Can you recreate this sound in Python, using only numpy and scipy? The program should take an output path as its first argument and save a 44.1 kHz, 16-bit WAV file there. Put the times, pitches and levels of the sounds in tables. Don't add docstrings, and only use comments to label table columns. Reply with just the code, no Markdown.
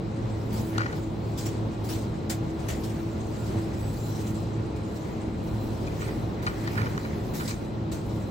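import sys
import numpy as np
from scipy import signal
from scipy.fft import rfft, irfft
from scipy.io import wavfile
from scipy.ndimage import uniform_filter1d

SR = 44100
rng = np.random.default_rng(int(sys.argv[2]) if len(sys.argv) > 2 else 0)


def gain_from_decibels(decibels):
    exponent = np.asarray(decibels, float) / 20
    return 10 ** exponent


def dump_mix(stems):
    frames = np.atleast_2d(stems).T
    limited = np.clip(frames, -1, 1)
    pcm = np.round(limited * 32767).astype(np.int16)
    wavfile.write(sys.argv[1], SR, pcm)


N = 366294
T = np.arange(N) / SR
HZ = np.maximum(np.arange(N // 2 + 1) * SR / N, 1.0)


def rms_one(x):
    return x / np.sqrt(np.mean(x ** 2) + 1e-20)


def in_time(rows):
    s, *columns = np.transpose(rows)
    return [np.interp(T, s, column) for column in columns]


def at_hz(points):
    hz, level_db = np.transpose(points)
    return gain_from_decibels(np.interp(np.log(HZ), np.log(hz), level_db))


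def drift(rate_hz):
    pole = np.exp(-80 * np.pi * rate_hz / SR)
    noise = rng.standard_normal(N // 40 + 4002)
    slow = signal.lfilter([1], [1, -2 * pole, pole * pole], noise)[4000:]
    return np.interp(np.arange(N) / 40, np.arange(len(slow)), rms_one(slow))


# (frequency [Hz], side minus mid level [dB])
SIDE_SHARE = [(25, -28), (50, -14), (110, -13), (250, -10.5), (450, -3.5), (800, -1), (1450, 1.5),
              (2100, -3), (3500, -3.5), (5000, -3), (6500, -4), (9500, 1.5), (16000, -1.5)]


def to_ports(mid, side):
    side = irfft(rfft(side) * at_hz(SIDE_SHARE), N)
    return np.array([mid + side, mid - side])


def diffuse(colour):
    mid, side = irfft(rfft(rng.standard_normal((2, N))) * colour, N)
    return to_ports(mid, side) / np.std(mid)


def pan(db):
    return gain_from_decibels(np.array([[db / 2], [-db / 2]]))


def tone(hz, width_hz, flutter_db):
    phase = 2 * np.pi * np.cumsum(hz + width_hz * drift(2.95)) / SR
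    return np.sqrt(2) * gain_from_decibels(flutter_db * drift(2.7)) * np.sin(phase)


def whistle(hz, width_hz):
    resonance = 1 / (1 + (2 * (HZ - hz) / width_hz) ** 2)
    band = irfft(rfft(rng.standard_normal(N)) * resonance, N)
    return rms_one(gain_from_decibels(2.4 * drift(3.8)) * band)


def burst(s, rise_s, t60_s):
    age = np.maximum(T - s, 0)
    return (1 - np.exp(-age / max(rise_s, 1e-4))) * gain_from_decibels(-60 * age / max(t60_s, 0.01))


def ring(push, hz, t60_s):
    r = gain_from_decibels(-60 / (t60_s * SR))
    w = 2 * np.pi * hz / SR
    return signal.lfilter([0, np.sin(w)], [1, -2 * r * np.cos(w), r * r], push)


def patchy(x, depth_db):
    cells = signal.stft(x, SR, nperseg=512)[2]
    field = rng.standard_normal(cells.shape[1:])
    field = uniform_filter1d(field, size=9, axis=0)
    field = uniform_filter1d(field, size=7, axis=1)
    return signal.istft(cells * gain_from_decibels(depth_db * rms_one(field)), SR, nperseg=512)[1][:, :N]


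# (time [s], air roar level [dB], blade tone level [dB], third blade harmonic level [dB])
CHILLER = [(0.0, -34.5, -34.5, -47), (0.16, -34, -31, -38), (0.6, -32.5, -37, -46), (0.67, -34, -58, -37.5),
           (0.78, -33, -26.5, -33.5), (0.92, -33, -40.5, -48), (1.09, -33, -37.5, -36.5),
           (1.2, -33.5, -34, -51), (1.59, -32.5, -37, -38.5), (1.87, -33.5, -39, -41),
           (2.38, -33.5, -35, -38), (2.56, -33.5, -52, -38.5), (2.7, -32, -39, -47),
           (2.91, -33.5, -41, -38.5), (3.45, -34.5, -35, -44.5), (3.58, -32.5, -37, -36.5),
           (3.98, -34, -37, -48), (4.33, -33, -34, -39.5), (5.11, -33.5, -43.5, -44),
           (5.2, -33.5, -37, -42), (5.37, -34.5, -49, -46), (5.57, -33, -37.5, -40), (5.8, -33, -41.5, -50),
           (6.82, -32, -35, -42.5), (6.94, -32.5, -39, -53), (7.77, -34.5, -39, -43), (8.24, -34, -36, -46),
           (8.31, -34, -45, -50)]
# (frequency [Hz], level [dB per Hz])
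AIR = [(18, -30), (32, -19), (50, -10), (70, -3.5), (95, -3), (150, -3), (260, -9), (340, -8.5), (520, -17),
       (900, -22.5), (1150, -28), (1700, -37.5), (4000, -40), (9000, -60)]
# (multiple of blade rate [1], level [dB])
BLADE_ORDERS = [(2, -43.5), (4, -52.5), (5, -54.5)]
# (frequency [Hz], level [dB], width [Hz])
WHINES = [(48.4, -48.5, 2.2), (1400, -67, 12), (2456, -71, 28), (3930, -74, 30), (4050, -68.5, 15),
          (4110, -73, 21)]


def chiller():
    air_db, first_db, third_db = in_time(CHILLER)
    air = gain_from_decibels(air_db + 1.0 + 0.67 * drift(4.3)) * diffuse(at_hz(AIR))
    blade_hz = 108.54
    turn = 2 * np.pi * np.cumsum(blade_hz + 0.5 * drift(1.546)) / SR
    tones = np.zeros(N)
    for order, level_db in [(1, first_db), (3, third_db)] + list(BLADE_ORDERS):
        gain = np.sqrt(2) * gain_from_decibels(level_db + 3.1 * drift(6.1))
        tones += gain * np.sin(order * turn + 0.62 * drift(4.16))
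    for hz, level_db, width_hz in WHINES:
        tones += gain_from_decibels(level_db) * whistle(hz, width_hz)
    return air + to_ports(tones, gain_from_decibels(-14.0) * np.roll(tones, 300))


# (time [s], length [s], frequency [Hz], level [dB])
SQUEAKS = [
    (3.783, .16, 7850, -62),
    (3.97, .12, 7300, -61),
]


def squeaks():
    out = np.zeros(N)
    for s, length_s, hz, level_db in SQUEAKS:
        swell = np.sin(np.pi * np.clip((T - s) / length_s, 0, 1)) ** 0.5
        out += gain_from_decibels(level_db) * tone(hz, 40, flutter_db=-2) * swell
    return out


# (time [s], bright swish level [dB], dull swish level [dB], topmost hiss level [dB])
RUSTLE = [(0.0, -68, -58, -83), (0.18, -63.5, -52, -86), (0.46, -62, -55, -70), (0.6, -53, -52, -58),
          (0.69, -56, -53, -58), (0.81, -69, -40, -69), (0.97, -58, -52, -69), (1.09, -65.5, -59, -76),
          (1.32, -60, -57, -71), (1.48, -52, -52, -72), (1.64, -64, -56, -79), (2.31, -66, -54, -78),
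          (2.5, -63, -54, -72), (2.66, -58, -53, -67), (2.8, -57, -51.5, -64), (3.03, -60, -51, -68),
          (3.19, -60, -55, -71), (3.49, -55, -52.5, -63), (3.77, -60.5, -53, -69), (3.98, -54.5, -55, -57),
          (4.09, -53.5, -60, -57), (4.19, -50.5, -50.5, -58.5), (4.3, -57.5, -52, -61),
          (4.44, -59, -64, -70), (4.51, -64, -54, -83), (4.74, -66, -55, -85), (4.9, -60, -56, -69),
          (5.04, -59.5, -52, -68), (5.23, -63, -53, -80), (5.46, -64, -56, -68), (5.62, -58.5, -56, -62),
          (5.74, -60.5, -57, -67), (6.06, -55, -45, -60), (6.22, -63, -56, -66), (6.45, -69, -50, -77),
          (6.61, -57, -44, -60.5), (6.8, -59, -43, -59), (6.96, -59, -46.5, -63), (7.12, -61, -48, -67),
          (7.38, -60, -58, -62), (7.47, -51, -42, -56), (7.59, -60, -58, -71), (7.72, -73, -53, -77),
          (7.96, -71, -61, -87), (8.07, -58.5, -59, -65), (8.31, -62, -55, -69)]
# (frequency [Hz], level [dB per Hz])
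BRIGHT = [(1500, -1), (3000, -0.5), (4500, 2.5), (7000, 1.5), (8800, -1.5), (9600, -12), (10500, -47)]
DULL = [(600, -20), (1200, -6), (2000, 1), (3500, -14.5), (6000, -13), (10000, -40)]
TOPMOST = [(8500, -35), (9600, 4.5), (11000, 1), (13000, -1), (15500, 5), (16500, -8)]
# (time [s], peak level [dB], rise [s], t60 [s],
# share of dull swish [dB], share of topmost hiss [dB])
SCUFFS = [(0.524, -42.5, 0.005, 0.64, -22, -7), (0.9534, -52.5, 0.0045, 0.26, -10, -4),
          (1.373, -36, 0.0045, 0.37, -15, -10), (1.454, -32, 0.005, 0.19, -19, -12),
          (1.8362, -45.5, 0.0056, 0.84, -15, -7), (1.8871, -35, 0.0066, 0.5, -21, -10),
          (2.2954, -26, 0.0036, 0.19, -12, -13), (2.5894, -44, 0.005, 0.17, -10, -19),
          (2.6833, -30, 0.004, 0.22, -6, -12), (2.833, -40, 0.005, 0.36, -17, -12),
          (3.7304, -45, 0.005, 0.25, -10, -16), (4.2642, -40.5, 0.005, 0.2, -8, -15),
          (4.3405, -47.5, 0.005, 0.49, -10, -15), (4.6528, -55, 0.005, 0.25, -10, -21),
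          (4.758, -45, 0.0045, 0.13, -10, -15), (4.9536, -46.5, 0.0046, 0.21, -8, -10),
          (4.9974, -63, 0.005, 0.28, -10, -14), (5.214, -46, 0.005, 0.11, -3, -25),
          (5.4695, -48.5, 0.0046, 0.2, -10, -18), (6.0003, -45, 0.005, 0.48, -8, -15),
          (6.4194, -47, 0.0055, 0.9, -6, -9), (7.335, -40, 0.005, 0.9, -4, -8),
          (7.475, -29.5, 0.0046, 0.21, -18, -17), (7.6184, -56, 0.0047, 0.47, -10, -20),
          (7.914, -37, 0.0043, 0.31, -10, -15)]


def rustle():
    bright_db, dull_db, top_db = in_time(RUSTLE)
    bright = gain_from_decibels(2 * bright_db + 2.9 * drift(19.0))
    dull = gain_from_decibels(2 * dull_db - 10.5)
    top = gain_from_decibels(2 * top_db + 3.0 * drift(14.0))
    for s, peak_db, rise_s, t60_s, dull_share_db, top_share_db in SCUFFS:
        power = (gain_from_decibels(peak_db - 5) * burst(s, rise_s, t60_s)) ** 2
        bright = bright + power
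        dull = dull + power * gain_from_decibels(2 * dull_share_db)
        top = top + gain_from_decibels(2 * top_share_db + 10.5) * power * burst(s, 0.001, 1.0)
    hiss = np.sqrt(bright) * diffuse(at_hz(BRIGHT)) + np.sqrt(top) * diffuse(at_hz(TOPMOST))
    swish = np.sqrt(dull) * diffuse(at_hz(DULL))
    return patchy(gain_from_decibels(0.77 * drift(120.0)) * hiss + swish, depth_db=2.5)


# (time [s], peak level [dB], own ring [Hz], t60 [s],
# crack level [dB], left minus right level [dB])
CLATTER = [(0.7494, -37, 1820, 0.13, -7, -6), (0.7801, -19.5, 1470, 0.11, -4, 6),
           (0.8091, -27, 1860, 0.1, -10, 2.0), (0.829, -36, 1900, 0.12, -8, 1.5),
           (0.8565, -24, 1850, 0.1, -20, 4), (0.8844, -41, 1670, 0.11, -9, -3),
           (0.9244, -30, 1460, 0.1, -6, 1), (5.8674, -34, 2460, 0.14, -5, -1),
           (6.018, -28, 1450, 0.092, -8, -6), (6.0794, -37, 2070, 0.1, -3, -3),
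           (6.4285, -32.5, 1430, 0.086, -3, -4), (6.4655, -18, 1430, 0.091, -8, 0),
           (6.6744, -24.5, 1980, 0.087, -6, 1.0), (6.7544, -31, 1410, 0.1, -6, -4),
           (6.7736, -21.5, 1770, 0.14, -19, -8), (6.7944, -36, 1460, 0.11, -7, 0.0),
           (6.814, -23.5, 1430, 0.1, -14, -1.0), (6.8578, -30, 1510, 0.11, -13, 1),
           (6.977, -25, 1490, 0.087, -7, -3), (7.045, -26, 1530, 0.1, -19, 2.0),
           (7.396, -28, 1530, 0.12, -9, -4), (7.506, -29, 2330, 0.1, -3, 1.0)]
# (frequency [Hz], level [dB], t60 [s])
PACK = [(1480, 7.5, 0.018), (1860, 7, .015), (2340, 6.5, 0.0081), (3010, 2, 0.0075), (4800, 8, 0.0043)]


def clatter():
    out = np.zeros((2, N))
    crackle = rng.standard_normal((2, N)) * gain_from_decibels(6.2 * drift(140.0))
    crack_band = signal.butter(3, [900, 6800], "band", fs=SR, output="sos")
    crackle_band = signal.butter(2, [800, 4200], "band", fs=SR, output="sos")
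    lag = 14
    for s, peak_db, own_hz, t60_s, crack_db, pan_db in CLATTER:
        near = slice(round(s * SR), round((s + 0.4) * SR))
        push = signal.sosfilt(crackle_band, (crackle * burst(s, 0.00044, t60_s))[:, near])
        body = push + gain_from_decibels(-17.5) * ring(push, own_hz, 0.025)
        for hz, level_db, ring_s in PACK:
            body = body + gain_from_decibels(level_db - 23) * ring(push, hz, ring_s)
        crack = signal.sosfilt(crack_band, (crackle * burst(s, 0.00016, 0.022))[:, near])
        knock = body / np.std(body[:, :400]) + gain_from_decibels(crack_db) * crack / np.std(crack[:, :200])
        direct, scattered = knock
        ports = np.array([direct + 0.5 * scattered, np.roll(direct, lag) - 0.5 * scattered])
        out[:, near] += gain_from_decibels(peak_db - 10) * ports * pan(pan_db)
    return out


def aisle(x):
    t60_s, wash_db, first_echo_s = 0.49, -19.5, 0.008
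    t = T[:SR]
    tail = rng.standard_normal((2, SR)) * gain_from_decibels(-60 * t / t60_s) * (t > first_echo_s)
    tail = tail / np.sqrt(np.sum(tail[0] ** 2))
    return gain_from_decibels(wash_db) * signal.fftconvolve(x, tail, axes=1)[:, :N]


def scene():
    packs = clatter()
    return chiller() + squeaks() + rustle() + packs + aisle(packs)


def low_pass(x):
    return signal.sosfilt(signal.butter(12, 17000, fs=SR, output="sos"), x)


# (frequency [Hz], left minus right level [dB])
PORT_BALANCE = [(60, 1.5), (110, -1), (200, 0.0), (380, 0.0), (700, 2), (1290, 1.0), (2380, 0.0), (4400, 4),
                (8120, -0.5), (15000, 0.5)]


def record(dry):
    lean = np.sqrt(at_hz(PORT_BALANCE))
    left, right = irfft(rfft(dry) * np.array([lean, 1 / lean]), N)
    mid_side = np.array([left + right, left - right]) / 2
    hz, _, cells = signal.stft(mid_side, SR, nperseg=2048)
    comb_from_hz, top_hz, port_lag_s = 6560, 15850, 1 / 3850
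    turn = np.pi * hz * port_lag_s
    comb = np.sqrt(2) * np.abs([np.cos(turn), np.sin(turn)])
    treble = np.clip((hz - comb_from_hz) / 500, 0, 1)
    cells = cells * ((1 - treble + treble * comb) * (hz < top_hz))[:, :, None]
    power = uniform_filter1d(np.abs(cells) ** 2, size=2, axis=1)
    loudest = np.percentile(power[0, hz > comb_from_hz], 80, axis=0)
    floor_db, below_loudest_db = -99.0, -20
    keep = power > gain_from_decibels(2 * floor_db) + gain_from_decibels(2 * below_loudest_db) * loudest
    keep = keep | (treble == 0)[:, None]
    mid, side = signal.istft(cells * keep, SR, nperseg=2048)[1][:, :N]
    return low_pass(np.array([mid + side, mid - side]))


dry = scene()
out = record(dry)
dump_mix(out)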